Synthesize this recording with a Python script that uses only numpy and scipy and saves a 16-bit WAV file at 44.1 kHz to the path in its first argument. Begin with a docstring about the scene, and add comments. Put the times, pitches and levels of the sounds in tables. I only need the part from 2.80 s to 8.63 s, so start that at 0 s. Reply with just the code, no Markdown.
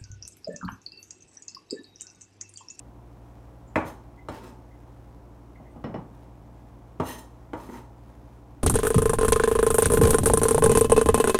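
"""First you hear a refrigerator's hum and airy noise, and a faint rustle of wet leaves. Then a knife
knocks on a plastic cutting board and scrapes chopped greens together, twice early and twice late;
its edge hisses as it slips, and the last push makes the board groan. In between, the greens squeak
faintly and are patted onto a china plate, which rocks on the counter.
A small kitchen answers every knock with a short echo."""
import sys
import numpy as np
from scipy import signal
from scipy.fft import rfft, irfft, next_fast_len
from scipy.io import wavfile
from scipy.ndimage import map_coordinates

SR = 44100
rng = np.random.default_rng(int(sys.argv[2]) if len(sys.argv) > 2 else 0)


def waveform_to_disk(signal):
    """Save audio, clipped to [-1, 1], as 16-bit WAV at the path in sys.argv[1]."""
    frames = np.transpose(np.atleast_2d(signal))
    scaled = np.clip(frames, -1, 1) * 32767
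    samples = np.round(scaled).astype(np.int16)
    wavfile.write(sys.argv[1], SR, samples)


N = 257103
TIME = np.arange(N) / SR
AGE = np.arange(SR * 3 // 4) / SR  # seconds since one short sound began


def amp(db):
    """Turn decibels into a number to multiply by."""
    return 10 ** (np.asarray(db) / 20)


def unit(x):
    """Scale a sound to an average strength (rms) of 1."""
    return x / np.sqrt(np.mean(x ** 2) + 1e-20)


def along(points, hz):
    """Read between (frequency, value) points, giving each octave equal room."""
    freqs, values = np.transpose(points)
    return np.interp(np.log(hz + 1), np.log(freqs), values)


def filtered(x, response):
    """Turn each frequency f up or down by response(f)."""
    size = next_fast_len(len(x) + SR // 4)
    return irfft(rfft(x, size) * response(np.fft.rfftfreq(size, 1 / SR)), size)[:len(x)]


def coloured(x, spectrum):
    """Shape bass and treble by (frequency [Hz], level [dB]) points; rms 1."""
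    return unit(filtered(x, lambda f: amp(along(spectrum, f))))


def resonate(x, peaks):
    """Pass a sound through an object that favours some frequencies; rms 1."""
    def response(f):
        return sum(amp(db) * 1j * f * width / (hz * hz - f * f + 1j * f * width)
                   for hz, width, db in peaks)
    return unit(filtered(x, response))


def contact(x, cut_hz, order):
    """Dull the treble: a softer touch lasts longer and stirs fewer high tones."""
    return signal.sosfilt(signal.butter(order, min(cut_hz, SR / 3), fs=SR, output='sos'), x)


def wobble(rate):
    """A smooth curve through rate random points a second."""
    return map_coordinates(rng.standard_normal(int(N * rate / SR) + 4), [TIME * rate])


def arch(s, length, peak=0.51):
    """One hand movement from time s: up from 0 to 1 at the share peak of its length, then back."""
    phase = np.interp(TIME, [s, s + length * peak, s + length], [0, 1, 0])
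    return np.sin(np.pi / 2 * phase)


def slips(rate, spread_db):
    """Surfaces catch and let go: about rate tiny clicks a second, of random sizes."""
    happens = rng.random(N) < rate / SR
    return happens * rng.standard_normal(N) * amp(spread_db * rng.standard_normal(N))


def ring(tones, scatter_db):
    """A struck object's fading tones, at slightly new strengths for each blow."""
    return sum((-1) ** k * amp(db + scatter_db * rng.standard_normal() - 60 * AGE / fade_s)
               * np.sin(2 * np.pi * hz * AGE) for k, (hz, db, fade_s) in enumerate(tones))


def add(track, s, x):
    """Mix x into the track, starting at s seconds."""
    part = track[round(s * SR):][:len(x)]
    part += x[:len(part)]


# The kitchen's echo; a fade time is how long a fall of 60 dB takes: (frequency [Hz], fade time [s])
KITCHEN_FADE = [(100, 0.53), (400, 0.34), (1000, 0.47), (2200, 0.3), (6000, 0.37), (14000, 0.25)]
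def room_fade(x):
    """Fade a sound as the kitchen does, each frequency at its own speed."""
    hz, t, bands = signal.stft(x, SR, nperseg=256)
    fade = amp(-60 * t / along(KITCHEN_FADE, hz)[:, None])
    return signal.istft(bands * fade, SR)[1][:len(x)]


def in_room(x, echo_db):
    """The direct sound plus its echo from the walls."""
    tail = room_fade(rng.standard_normal(len(AGE))) * (1 - np.exp(-AGE / 0.0019))
    echo = signal.fftconvolve(x, tail / np.linalg.norm(tail))[:N]
    return (x + amp(echo_db) * echo) / np.hypot(1, amp(echo_db))


def wash(spectrum, crack_db, fade_s):
    """Many crowded tones blur into noise: a short crack, then the room's answer."""
    crack, tail = (coloured(rng.standard_normal(len(AGE)), spectrum) for _ in range(2))
    onset = 1 - np.exp(-AGE / 0.0011)
    return (amp(crack_db - 60 * AGE / fade_s) * crack + room_fade(tail)) * onset


def rotor(shaft_hz, tones):
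    """A spinning shaft hums at multiples of its speed, each tone wavering a little."""
    out = np.zeros(N)
    for multiple, db in tones:
        strength = np.sqrt(2) * amp(db + 0.36 * wobble(3.14))
        cycles = multiple * shaft_hz * TIME + rng.random()
        out += strength * np.sin(2 * np.pi * cycles + 0.11 * wobble(0.8))
    return out


# Moving air and low rumble: (frequency [Hz], relative level [dB])
AIR_SPECTRUM = [(100, -8), (200, -1.5), (340, -4.5), (420, -8), (700, -9.5), (950, -9), (1300, -18.5),
                (1700, -24.5), (2400, -29), (2900, -31.5), (4700, -37.5), (5600, -35.5), (10500, -40.5),
                (15500, -42.5)]
RUMBLE_SPECTRUM = [(20, -13), (33, -27), (45, -12), (56, -6.5), (72, -10), (100, -2.5), (125, -7),
                   (160, -14.5), (220, -17), (400, -75)]
# The hum of two spinning parts: (multiple of the shaft's speed, level [dB])
COMPRESSOR_TONES = [(1, -51.5), (2, -53.5), (4, -71), (5, -63), (6, -68), (7, -76), (9, -71), (14, -71)]
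FAN_TONES = [(2, -59), (3, -67), (7, -71), (9, -68), (12, -63), (20, -74), (27, -72), (28, -74), (30, -69)]
def refrigerator():
    """The compressor and the fan hum against each other, over rumble and moving air."""
    air = amp(-54.5 + 0.31 * wobble(4.8)) * coloured(rng.standard_normal(N), AIR_SPECTRUM)
    rumble = amp(-59) * coloured(rng.standard_normal(N), RUMBLE_SPECTRUM)
    hum = rotor(shaft_hz=59.1, tones=COMPRESSOR_TONES) + rotor(shaft_hz=23.6, tones=FAN_TONES)
    return hum + air + rumble


# Fingers take or pat the greens: (time [s], length [s], level [dB])
HANDFULS = [(0.298, 0.48, -76.5), (1.75, 0.73, -78), (3.288, 0.17, -68), (3.698, 0.29, -84),
            (5.15, 0.5, -71.5)]
# Wet leaves squeak: (time [s], length [s], pitch [Hz], level [dB])
SQUEAKS = [(0.865, 0.048, 7170, -67.5), (1.366, 0.04, 2045, -55), (1.904, 0.039, 2035, -63.5),
           (2.751, 0.029, 2054, -54.5), (2.848, 0.044, 2003, -59.5), (2.9, 0.032, 8450, -74),
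           (3.649, 0.02, 2000, -66.5)]
def greens():
    """Wet leaves crackle under the fingers and now and then squeak hoarsely."""
    crackle = coloured(slips(rate=900, spread_db=2.5),
                       [(500, 7), (1500, 2), (3000, -6), (7000, -12), (15000, -15.5)])
    resting_hand = amp(-72)
    out = crackle * (resting_hand + sum(amp(db) * arch(s, length) for s, length, db in HANDFULS))
    for s, length, hz, db in SQUEAKS:
        band = [(hz, hz / 18, 0)]
        squeak = resonate(resonate(rng.standard_normal(len(AGE)), band), band)
        swell = np.sin(np.pi * np.clip(AGE / length, 0, 1))
        add(out, s, amp(db) * swell * squeak)
    return in_room(out, echo_db=-5)


# The plate drops onto the counter: (time [s], level [dB])
PLATE_DROPS = [(2.798, -41.5), (2.960, -38), (3.0408, -24), (3.1423, -25.5)]
# Its low knock, and its high ring with close pairs of tones from the oval shape:
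# (frequency [Hz], relative level [dB], fade time [s])
PLATE_LOW_TONES = [(142, -1, 0.089), (213, -3, 0.19), (242, -3.5, 0.18), (320, -11, 0.11), (370, -21, 0.17),
                   (625, -1, 0.08), (777, -6, 0.12), (1150, -8, 0.032)]
PLATE_HIGH_TONES = [(1910, 2.5, 0.15), (2000, -9, 0.2), (2930, -6.5, 0.21), (2973, -5.5, .18),
                    (3420, -9, .07), (4090, -13, 0.14), (5300, -13, 0.17), (5360, -21, .15),
                    (5750, -18, .12)]
# The noisy part of its knock: (frequency [Hz], relative level [dB])
PLATE_WASH = [(50, -14), (130, 6), (260, 3.5), (400, 0), (700, -4), (1200, -11), (2000, -23), (6000, -23)]
def plate_knocks():
    """The pressed plate tips and drops back, brighter the harder it falls; greens damp its ring."""
    firm_drop_db, firm_cut_hz = -24, 1630
    out = np.zeros(N)
    for s, db in PLATE_DROPS:
        force_db = db - firm_drop_db
        cut_hz = firm_cut_hz * 2 ** (force_db / 35)  # an octave brighter for every 35 dB
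        body = ring(PLATE_LOW_TONES, scatter_db=2.5) + wash(PLATE_WASH, crack_db=2.5, fade_s=0.024)
        knock = amp(db - 6) * contact(body, cut_hz, order=3)
        tick = wash([(700, -6), (2000, 12.5), (4000, -5), (6000, -17), (12000, -32)],
                    crack_db=23, fade_s=0.0079)
        clink = amp(-48.5) * ring(PLATE_HIGH_TONES, scatter_db=1.5) + amp(-52.5) * tick
        add(out, s, knock + amp(1.8 * force_db) * clink)  # the clink grows faster than the knock
    return out


# The blade is pressed flat under the last leaves, a jerk then a slide: (time [s], length [s], level [dB])
FLAT_PUSHES = [(4.886, 0.018, -32), (4.905, 0.084, -37.5)]
# The tones of the pressed board: (frequency [Hz], width [Hz], relative level [dB])
BOARD_GROAN = [(262, 18, 0), (365, 24, 5), (837, 31, -3), (925, 28, -5), (1240, 42, -25), (1810, 81, -20)]
def blade_chatter():
    """Sticking and slipping at an uneven, rising rate, the flat blade makes the board groan."""
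    start_hz, rise_hz_per_s = 116, 192  # slips quicken as the knife gathers speed
    slip_hz = start_hz + rise_hz_per_s * np.maximum(TIME - FLAT_PUSHES[0][0], 0)
    cycles = np.cumsum(slip_hz * (1 + 0.07 * wobble(120))) / SR
    slipping = np.cos(np.pi * cycles) ** 8  # one narrow pulse a cycle
    jerks = slipping * (1 + 2.24 * rng.standard_normal(N))  # each slip is a push with a short rub in it
    pressing = sum(amp(db) * arch(s, length) for s, length, db in FLAT_PUSHES)
    sliding = pressing > 0
    groan = resonate(jerks * sliding, BOARD_GROAN) * np.sqrt(np.mean(sliding))  # rms near 1 in the slide
    return in_room(contact(pressing * groan, cut_hz=2250, order=6), echo_db=-4)


# The steel blade's own tones: (frequency [Hz], width [Hz], relative level [dB])
BLADE_TONES = [(3300, 170, -4), (4020, 280, 0), (5330, 100, 2.5), (6270, 45, 5.5), (7160, 89, 3),
               (8100, 45, 7), (8550, 63, 4), (8970, 150, -2.5), (9760, 100, -0.5), (11000, 74, -3),
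               (12700, 80, 3), (12300, 80, -8), (13620, 40, 6.5), (15100, 51, -1), (15100, 55, -6)]
def blade_ring(shaking):
    """Shaken by a scrape or a blow, the steel rings at its own high tones."""
    return resonate(shaking, BLADE_TONES)


# Pushes of the knife across the board: (time [s], length [s], hiss level [dB], drag level [dB],
# blade ring relative to the hiss level [dB], singing tone [Hz])
STROKES = [(1.046, 0.067, -51.5, -42, -0.5, 6270), (1.492, 0.12, -69, -42.5, 5, 5280),
           (1.597, 0.13, -68.5, -45.5, 6.5, 5260), (4.224, 0.15, -43, -41, -1, 6270),
           (4.377, 0.024, -44.5, -47, 0.5, 6290), (4.739, 0.19, -61, -49, -1.5, 6250),
           (4.885, 0.13, -59, -47, 1, 6230)]
# The hiss of the edge: (frequency [Hz], relative level [dB])
EDGE_HISS = [(500, -1), (1500, 7.5), (3000, 1), (4700, -1), (7000, -4), (9500, 13), (10500, 5), (12000, 15),
             (14000, -24), (15500, -19)]
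# The board under the edge, and the edge biting in: (frequency [Hz], width [Hz], relative level [dB])
BOARD_DRAG = [(258, 16, 14.5), (360, 90, 10), (496, 54, -4.5), (560, 39, -5.5), (900, 50, 9.5),
              (1180, 84, -43), (1760, 83, -23.5)]
EDGE_RASP = [(1872, 64, -3), (2790, 190, -13), (3080, 130, -13)]
def knife_scrapes():
    """On the scratched plastic, speed makes the edge hiss and the blade ring; pressure shakes the board."""
    hiss_gain, ring_gain, drag_gain, song = np.zeros((4, N))
    for s, length, hiss_db, drag_db, ring_db, hz in STROKES:
        speed = amp(hiss_db) * arch(s, length) ** 1.34  # the power makes the arch more pointed
        hiss_gain += speed
        ring_gain += amp(ring_db) * speed
        drag_gain += amp(drag_db) * arch(s, length, peak=0.41) ** 1.3
        song += amp(ring_db - 7.5) * speed * resonate(rng.standard_normal(N), [(hz, hz / 110, 0)])
    grit = amp(1.3 * wobble(70))  # knife marks catch the edge unevenly
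    edge = amp(-5.5) * coloured(slips(rate=4200, spread_db=-4.5), EDGE_HISS)
    steel = amp(-2) * blade_ring(slips(rate=5100, spread_db=5))
    bite = amp(-3.5) * hiss_gain / hiss_gain.max()  # the rasp needs speed as well as pressure
    rasp = bite * resonate(slips(rate=3200, spread_db=2), EDGE_RASP)
    board = resonate(slips(rate=900, spread_db=0.5), BOARD_DRAG)
    knife = grit * (hiss_gain * edge + ring_gain * steel) + song
    return in_room(knife, echo_db=-4) + in_room(drag_gain * (board + rasp), echo_db=2.5)


def rim_echo(x, delay_s, strength):
    """A bending wave runs to the board's rim and back, colouring the knock."""
    return filtered(x, lambda f: 1 + strength * np.exp(-2j * np.pi * f * delay_s)) / np.hypot(1, strength)


# The knife lands; the light row at 1.048 s is the hand coming down softly: (time [s], board level [dB], treble
# cut-off [Hz], counter thump [dB], knife bending [dB], blade ring [dB])
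KNOCKS = [(.957, -16.5, 2630, -25.5, -26, -42.5), (1.0482, -35, 895, -37, -59, -62),
          (1.4852, -28.5, 1720, -37, -55, -42), (4.199, -21, 1470, -29.5, -30.5, -49.5),
          (4.733, -28, 1620, -42, -36, -69)]
# Tones of the board, the counter and the bending knife:
# (frequency [Hz], relative level [dB], fade time [s])
BOARD_TONES = [(256, -9, 0.23), (316, -8.5, 0.27), (408, -11.5, 0.059), (483, -7, 0.1), (637, -4, 0.091),
               (760, -11, .05), (918, -21, 0.18), (1270, -5, 0.038), (1428, -17, 0.029), (2030, -11, 0.045),
               (2440, -11, 0.021)]
COUNTER_TONES = [(88, 0, 0.21), (153, 3.5, 0.11)]
BENDING_TONES = [(870, -8, 0.36), (937, -3, 0.22), (956, -7.5, 0.44), (1290, -18, .18)]
# The noisy part of the board's clack: (frequency [Hz], relative level [dB])
BOARD_WASH = [(60, -21), (150, -5), (195, -2), (450, 1), (950, -1.5), (1600, -8.5), (2500, -5.5),
              (3000, -32), (8000, -15.5)]
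def knife_knocks():
    """The edge lands with a tick: the board clacks, the counter thumps, the blade bends and rings."""
    out = np.zeros(N)
    for s, db, cut_hz, thump_db, bend_db, blade_db in KNOCKS:
        board = amp(-2) * ring(BOARD_TONES, scatter_db=-5)
        board += amp(-5.5) * wash(BOARD_WASH, crack_db=8, fade_s=0.04)
        board = contact(rim_echo(board, delay_s=0.00348, strength=0.18), cut_hz, order=4)
        thump = contact(ring(COUNTER_TONES, scatter_db=-2), cut_hz=220, order=2)
        tick = wash([(1000, -15), (3100, 8.5), (4500, -8), (7000, -5.5), (15000, -18.5)],
                    crack_db=13.5, fade_s=0.028)
        steel = contact(blade_ring(rng.standard_normal(len(AGE))), cut_hz=6000, order=2)
        steel *= amp(-60 * AGE / 0.11)  # fades in 0.11 s
        bending = contact(ring(BENDING_TONES, scatter_db=1.5), cut_hz=1900, order=2)
        knife = amp(bend_db) * bending + amp(blade_db) * steel
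        add(out, s, amp(db) * (board + amp(-30.5) * tick) + amp(thump_db) * thump + knife)
    return out


def scene():
    """Everything that sounds at the counter, mixed into one channel."""
    mix = knife_knocks() + plate_knocks() + knife_scrapes() + blade_chatter() + greens() + refrigerator()
    return mix[None]


def record(dry):
    """Take away the deepest bass and the very highest treble."""
    bottom_hz, top_hz = 37, 15830
    thinned = signal.sosfilt(signal.butter(6, bottom_hz, 'highpass', fs=SR, output='sos'), dry[0])
    return filtered(thinned, lambda f: f < top_hz)[None]


dry = scene()
out = record(dry)
waveform_to_disk(out)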